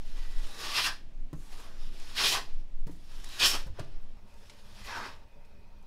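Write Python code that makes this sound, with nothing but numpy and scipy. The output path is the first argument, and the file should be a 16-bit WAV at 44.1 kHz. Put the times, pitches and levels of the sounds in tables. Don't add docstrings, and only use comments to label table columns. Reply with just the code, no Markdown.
import sys
import numpy as np
from scipy import signal
from scipy.fft import rfft, irfft, next_fast_len
from scipy.io import wavfile
from scipy.ndimage import uniform_filter1d, map_coordinates

SR = 44100
rng = np.random.default_rng(int(sys.argv[2]) if len(sys.argv) > 2 else 0)


def linear_from_db(decibels):
    return 10 ** (np.asarray(decibels, float) / 20)


def store_wav(level_fs):
    pcm = np.round(np.clip(np.atleast_2d(level_fs), -1, 1) * 32767)
    wavfile.write(sys.argv[1], SR, pcm.T.astype(np.int16))


N = 258426
SCENE_CHANGE_S = 4.1714


def unit(x):
    return x / np.sqrt(np.mean(x ** 2) + 1e-20)


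def along(points, hz):
    f, value = np.transpose(points)
    return np.interp(np.log(hz + 1), np.log(f + 1), value)


def wobble(rate, count=N):
    knots = rng.standard_normal(int(N * rate / SR) + 4)
    return map_coordinates(knots, [np.arange(count) * rate * N / count / SR])


def filtered(x, response):
    m = next_fast_len(N + SR // 2)
    return irfft(rfft(x, m) * response(np.fft.rfftfreq(m, 1 / SR)), m)[:N]


def shaped(x, curve):
    return unit(filtered(x, lambda hz: linear_from_db(along(curve, hz))))


def resonances(modes, f):
    total = 0
    for k, (centre, width, db) in enumerate(modes):
        damping = 1j * f * width
        total = total + (-1) ** k * linear_from_db(db) * damping / (centre * centre - f * f + damping)
    return total


def patchy(x, patchy_db):
    z = signal.stft(x, nperseg=512)[2]
    field = uniform_filter1d(rng.standard_normal(z.shape), 5, 0)
    field = uniform_filter1d(field, 8, 1)
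    return signal.istft(z * linear_from_db(patchy_db * unit(field)), nperseg=512)[1][:N]


def heave():
    # f/Hz, level/dB per Hz
    pressure = [(3, -28), (7, -5), (12, -3.5), (17, -4.5), (23, -19), (30, -46.5), (45, -72), (80, -120)]
    # middle t/s, length/s, level/dB
    swells = [(0.172, 0.37, -28), (.4, 0.11, -23.5), (1.203, 0.089, -29), (1.527, 0.079, -36),
              (1.855, 0.14, -27.5), (2.034, 0.085, -31), (2.561, 0.1, -24), (2.8, 0.096, -23.5),
              (3.207, 0.075, -31), (3.602, 0.17, -30.5), (3.99, 0.15, -29)]
    s = np.arange(N) / SR
    roll = filtered(rng.standard_normal(N), lambda hz: linear_from_db(along(pressure, hz)))
    loudness = uniform_filter1d(uniform_filter1d(unit(roll) ** 2, size=4000), size=4000)
    roll = unit(roll / np.sqrt(np.abs(loudness) + 0.054))
    power = linear_from_db(np.where(s < SCENE_CHANGE_S, -38.5, -45.5)) ** 2
    for at, length, db in swells:
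        power = power + linear_from_db(db) ** 2 * np.exp(-(2 * (s - at) / length) ** 2)
    opening_s = 0.026
    crest = linear_from_db(-29) * np.exp(-(s / opening_s) ** 2)
    return np.sqrt(uniform_filter1d(power, size=2200)) * roll * (1 - np.exp(-s / opening_s)) + crest


def near_hush():
    # f/Hz, level/dB per Hz
    quiet = [(26, -33), (45, -1), (59, -13.5), (91, -14.5), (157, -17), (181, -21), (243, -17.5),
             (483, -33), (573, -29), (1420, -39.5), (2420, -37), (5600, -45.5), (15600, -61.5)]
    return linear_from_db(-56.5) * shaped(patchy(rng.standard_normal(N), patchy_db=0.7), quiet)


def far_drone():
    # f/Hz, level/dB per Hz
    hum = [(18, -54), (30, 8), (110, -1.5), (150, -12.5), (200, -5), (260, -15), (430, -18), (800, -19.5),
           (1300, -24.5), (2500, -28.5), (4000, -31), (5500, -32), (7000, -40), (15600, -44)]
    # f/Hz, width/Hz, level/dB over the drone
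    casing = [(201, 11, 2.5), (438, 50, 4), (588, 41, 9), (924, 20.4, 13.5), (2010, 37, 4.5),
              (2500, 97, 11)]

    def response(hz):
        power = 1 + sum(np.abs(resonances([mode], hz)) ** 2 for mode in casing)
        return linear_from_db(along(hum, hz)) * np.sqrt(power)

    return linear_from_db(-56) * unit(filtered(patchy(rng.standard_normal(N), patchy_db=1.9), response))


def background():
    s = np.arange(N) / SR
    far = s >= SCENE_CHANGE_S
    jump = -linear_from_db(-41) * far * np.exp(-np.abs(s - SCENE_CHANGE_S) / 0.0066)
    return heave() + jump + np.where(far, far_drone(), near_hush())


def squeak():
    # t/s, f/Hz
    glide = [
        (3.86, 12700),
        (3.91, 13400),
        (3.955, 12620),
        (4.01, 12800),
        (4.08, 12200),
    ]
    s = np.arange(N) / SR
    at, hz = np.transpose(glide)
    upper = uniform_filter1d(np.interp(s, at, hz), size=900)
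    lower = upper * (0.758 - 0.22 * np.clip(s - at[0], 0, 1))
    on = uniform_filter1d(1. * ((s > at[0]) & (s < at[-1])), size=1300)
    tones = 0
    for f in (upper, lower):
        level_db = -86 + 4.5 * wobble(60) - 45 * np.clip(s - 4.0, 0, 1)
        tones = tones + linear_from_db(level_db) * np.sin(2 * np.pi * np.cumsum(f) / SR)
    return on * tones


def room(x):
    # f/Hz, t60/s
    decay = [(150, 0.67), (1000, 0.27), (4000, 0.31), (12000, 0.26)]
    out, hop = np.zeros(N + SR), SR // 3
    for start in range(0, N, hop):
        hz, t, z = signal.stft(rng.standard_normal(SR // 2), SR, nperseg=256)
        fade = linear_from_db(-60 * t / along(decay, hz)[:, None])
        tail = signal.istft(z * fade, SR, nperseg=256)[1]
        wet = signal.fftconvolve(x[start:start + hop], tail / np.linalg.norm(tail))
        out[start + 200:][:len(wet)] += wet
    return out[:N]


def snaps():
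    # t/s, peak level/dB, t60/s, brightness f/Hz
    lumps = [(.4703, -36, 0.0253, 5000), (1.9986, -37, .028, 5000), (2.061, -49, .03, 3000),
             (2.912, -52, 0.14, 8000), (2.96, -57, .1, 7000), (3.2001, -39.5, 0.026, 4020),
             (3.244, -28.5, 0.019, 5470), (3.29, -35, 0.021, 7000), (3.4033, -27, .05, 3600),
             (3.795, -28.5, 0.044, 3360), (4.341, -51, .025, 6000), (4.497, -33.5, 0.057, 3520),
             (4.8484, -45, 0.025, 5030), (5.4497, -55, 0.065, 4980), (5.826, -57, 0.04, 6000),
             (3.845, -49.5, .05, 4000)]
    out, t = np.zeros(N + SR), np.arange(SR // 8) / SR
    for s, db, t60, bright_hz in lumps:
        puff = linear_from_db(db - 7 - 60 * t / max(t60, .002)) * rng.standard_normal(len(t))
        band = signal.butter(2, [bright_hz / 4, min(bright_hz * 1.6, 19000)], "band", fs=SR)
        out[round(s * SR):][:len(t)] += signal.lfilter(*band, puff)
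    return out[:N]


def knocks():
    # t/s, tick level/dB, panel level/dB re tick, rise/s, t60/s
    bumps = [
        (1.33, -42.5, 7, 0.0008, 0.066),
        (2.869, -42, 1.5, 0.0017, 0.11),
        (2.895, -59, 2, 0.0022, .06),
        (3.672, -47, 8.5, .025, 0.07),
        (3.798, -44, 11, 0.019, 0.051),
    ]
    # f/Hz, width/Hz, level/dB
    panel = [(88, 25, 8.5), (150, 40, 12), (203, 210, 0), (300, 40, -1), (463, 250, -4.5), (654, 140, -2),
             (976, 179, -5.5), (1970, 300, -18)]
    tick, push, t = np.zeros(N + SR), np.zeros(N + SR), np.arange(SR // 3) / SR
    for s, db, panel_db, rise, t60 in bumps:
        start = round((s - rise) * SR)
        swell = np.clip(t / max(rise, 1e-4), 0, 1) ** 2
        after = np.maximum(t - rise, 0)
        tick_env = swell * linear_from_db(db - 9.5 - 60 * after / max(0.82 * t60, .005))
        push_env = swell * linear_from_db(db + panel_db + 7 - 60 * after / max(1.4 * t60, .01))
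        tick[start:][:len(t)] += tick_env * rng.standard_normal(len(t))
        push[start:][:len(t)] += push_env * rng.standard_normal(len(t))
    edge = filtered(tick[:N], lambda f: resonances([(3700, 6600, 0.022)], f))
    return edge + filtered(push[:N], lambda f: resonances(panel, f))


def thuds():
    # t/s, peak level/dB, f/Hz, t60/s
    rings = [(1.328, -34, 45.7, 0.22), (1.329, -33.5, 143, 0.112), (1.33, -30.5, 300, 0.039),
             (2.87, -41, 49, 0.52), (2.866, -28.5, 160, 0.034), (2.869, -48, 313, 0.064),
             (2.895, -32, 287, 0.035), (2.903, -43, 176, 0.16), (3.657, -35, 45, 0.45),
             (3.662, -35.5, 150, 0.044), (3.692, -36, 89, 0.22), (3.788, -35.5, 426, 0.033),
             (3.791, -32, 644, 0.033), (3.796, -33, 108, 0.093), (3.811, -44, 337, 0.079)]
    out, t = np.zeros(N + SR), np.arange(SR // 3) / SR
    for s, db, hz, t60 in rings:
        envelope = linear_from_db(db - 60 * t / t60) * (1 - np.exp(-t * hz * 3))
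        out[round(s * SR):][:len(t)] += envelope * np.sin(2 * np.pi * hz * t)
    return out[:N]


def stroke_controls():
    # t/s, force level/dB, lay/dB (plus = blade flat on the board), dryness/dB
    drags = [
        [(0.02, -63, -5.5, 0), (0.2, -57, 0, -2), (0.28, -60, -0.5, 1.5), (0.56, -52.5, 0.5, 3.5),
         (0.606, -44, -1, 2), (0.735, -37.5, -2, -1.5)],
        [(1.35, -80, -7, 18), (1.4, -70.5, 2, 14), (1.53, -60.5, 1, 4.5), (1.61, -56, 3.5, 4),
         (1.74, -66, 3, 0), (1.83, -57.5, -3.5, -1), (1.906, -60.5, -1.5, -2), (2.14, -51.5, -2.5, 0)],
        [(2.89, -72, -2, 9), (3.0, -71.5, -7, 2.5), (3.126, -58.5, 0, 1), (3.198, -60.5, -0.5, 2.5),
         (3.28, -52, -1.5, 0), (3.385, -49.5, -2, 1.5)],
        [(4.22, -86, 0, -2), (4.28, -74.5, -0.5, 2), (4.42, -67, 0, 3), (4.62, -66, -2.5, 0),
         (4.835, -56, 0, 0)],
    ]
    # t/s, force level/dB, lay/dB, dryness/dB
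    flicks = [
        [(0.765, -30, -0.5, -2.5), (0.792, -29.5, 1.5, -3), (0.834, -33, -9, 0), (0.87, -28.5, 1, 3),
         (1.0, -89.5, 13, -23), (1.1, -82, 2, -6)],
        [(2.17, -34, -5, -1), (2.192, -30.5, -1.5, -3), (2.25, -25, 1, -2), (2.304, -31.5, -9, 4.5),
         (2.354, -33.5, 4, 1.5), (2.47, -67, 2, -4), (2.61, -68, -8, -7), (2.65, -80, 8, -9)],
        [(3.402, -26, -9, -3), (3.42, -24.5, -1.5, -4.5), (3.46, -22, -5, 3.5), (3.488, -30.5, -7, 10),
         (3.554, -39.5, 6, 3.5), (3.704, -76.5, -5, -8), (3.8, -58, 9, -5), (3.86, -66, -0.5, -13.5),
         (4.16, -80.5, 4.5, -14)],
        [(4.853, -51, 0.5, 5), (4.883, -47, 6, -4.5), (5.03, -51, 12.5, -5), (5.067, -49.5, 9.5, -6),
         (5.187, -71, 3, -4), (5.25, -73.5, 1, -12)],
    ]
    # drag level/dB, flick level/dB
    spots = [
        (2, -4.5),
        (1, 1.3),
        (-0.5, 3.5),
        (-4, -3.5),
    ]
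    strokes = [drag + flick for drag, flick in zip(drags, flicks)]
    s, *cols = np.concatenate(strokes).T
    counts = [len(part) for pair in zip(drags, flicks) for part in pair]
    cols.append(np.repeat(np.ravel(spots), counts))
    now = np.arange(N) / SR
    force_db, lay_db, dry_db, spot_db = (np.interp(now, s, col) for col in cols)

    lifted = now > s[-1]
    for a, b in zip(strokes, strokes[1:]):
        leave, land = a[-1][0], b[0][0]
        if land - leave > .15:
            lifted = lifted | ((now > leave) & (now < land))
    blade_db = force_db - 40 * uniform_filter1d(1. * lifted, 400)

    over_db = force_db + 50
    board_db = -4.5 - 0.13 * over_db + 0.96 * lay_db
    grit_db = -8.5 - 0.086 * over_db + 0.77 * dry_db
    hollow_db = -10.5 - 0.39 * over_db + 0.78 * lay_db + spot_db
    return blade_db, board_db, grit_db, hollow_db


def flexing_blade(x, ring_db):
    # f/Hz, width/Hz, level/dB (unused: every mode rings at the same strength)
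    blade_modes = [(1117, 110, -6), (1620, 150, -6), (1930, 130, -5), (2650, 130, -1), (3100, 70, 0),
                   (3620, 120, -1), (5550, 95, -3), (7040, 100, -11)]
    # middle t/s, length/s, f/Hz, level/dB over the scrape
    sings = [(0.284, 0.22, 1960, 8.5), (0.546, 0.088, 3900, 5), (0.65, 0.21, 1154, 6.5),
             (0.679, 0.049, 1810, 10), (0.789, 0.049, 2730, 8), (0.835, 0.024, 4100, 6),
             (0.864, 0.031, 2780, 6), (0.898, 0.1, 1620, 12), (2.186, 0.019, 2250, 14),
             (2.26, 0.034, 2450, 5.5), (2.253, 0.034, 3620, 3), (2.333, 0.065, 2520, 4.5),
             (2.38, .07, 800, 9), (2.387, .05, 1033, 12), (2.236, 0.08, 1550, -0.5), (3.32, .12, 3870, 4),
             (4.97, .14, 1660, 4.5), (3.425, 0.035, 2500, 7), (3.45, 0.045, 3100, 6.5),
             (3.46, 0.056, 1140, 9.5), (3.503, 0.09, 5500, 4.5), (4.897, 0.095, 2610, 7),
             (4.904, 0.15, 1980, 7), (4.998, 0.21, 945, 6), (2.048, 0.16, 2250, 5),
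             (5.041, 0.095, 258, 5.5), (5.06, 0.068, 383, 4)]
    hz, t, z = signal.stft(x, SR, nperseg=1024)

    def peak(centre, width):
        return 1 / (1 + (2 * (hz[:, None] - centre) / width) ** 2)

    bend = 1 + 0.041 * wobble(15.0, count=len(t))
    power = 1
    for centre, width, db in blade_modes:
        strength = linear_from_db(ring_db + 3 * wobble(12, count=len(t)))
        power = power + strength ** 2 * peak(centre * bend, 4.2 * width)
    for s, length, centre, db in sings:
        moment = np.exp(-(2 * (t - s) / length) ** 4)
        power = power + linear_from_db(db + 3.5) ** 2 * moment * peak(centre, 15 + 0.028 * centre)
    return signal.istft(z * np.sqrt(power), SR, nperseg=1024)[1][:N]


def scrape():
    # f/Hz, level/dB per Hz
    steel_curve = [(1120, -40.5), (1900, -12.5), (2170, -20), (2420, -7), (3150, -4.5), (5370, -5),
                   (6500, -22), (8450, -38.5), (14300, -120)]
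    # f/Hz, level/dB per Hz
    board_curve = [(380, -39), (650, -12.5), (1130, 0.5), (1320, -3.5), (1540, -2.5), (2000, -7.5),
                   (2600, -15.5), (4400, -120)]
    # f/Hz, level/dB per Hz
    grit_curve = [(3710, -41.5), (6300, -4.5), (8490, -7), (9550, -5.5), (11600, -8.5), (12800, -11),
                  (15600, -18)]
    # f/Hz, level/dB per Hz
    hollow_curve = [(47, -40), (80, -0.5), (173, -6.5), (414, 0), (478, -1.5), (700, -6.5), (910, -8),
                    (1540, -120)]
    blade_db, board_db, grit_db, hollow_db = stroke_controls()
    sizes = linear_from_db(1.8 * np.minimum(rng.exponential(1, N), 4)) * (rng.random(N) < .3)
    grains = unit(sizes * rng.standard_normal(N)) + 1.34 * rng.standard_normal(N)
    chatter = linear_from_db(1.14 * wobble(45) + 0.25 * wobble(160))
    rung = flexing_blade(patchy(grains * chatter, patchy_db=1.33), ring_db=-6)
    layers = shaped(rung, steel_curve)
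    layers = layers + linear_from_db(board_db) * shaped(rung, board_curve)
    layers = layers + linear_from_db(grit_db) * shaped(rung, grit_curve)
    layers = layers + linear_from_db(hollow_db) * shaped(rung, hollow_curve)
    return linear_from_db(blade_db - 0.5) * layers


def scene():
    knife = scrape() + knocks() + thuds() + snaps()
    return (background() + squeak() + linear_from_db(-10.0) * room(knife) + knife)[None]


def roll_off(x):
    return signal.sosfilt(signal.butter(12, 15710, fs=SR, output="sos"), x)


def record(dry):
    rounded = dry[0] / (1 + np.abs(dry[0] / .3) ** 4) ** (1 / 4)
    limited = filtered(rounded, lambda hz: hz < 15720)
    return roll_off(limited[None])


dry = scene()
out = record(dry)
store_wav(out)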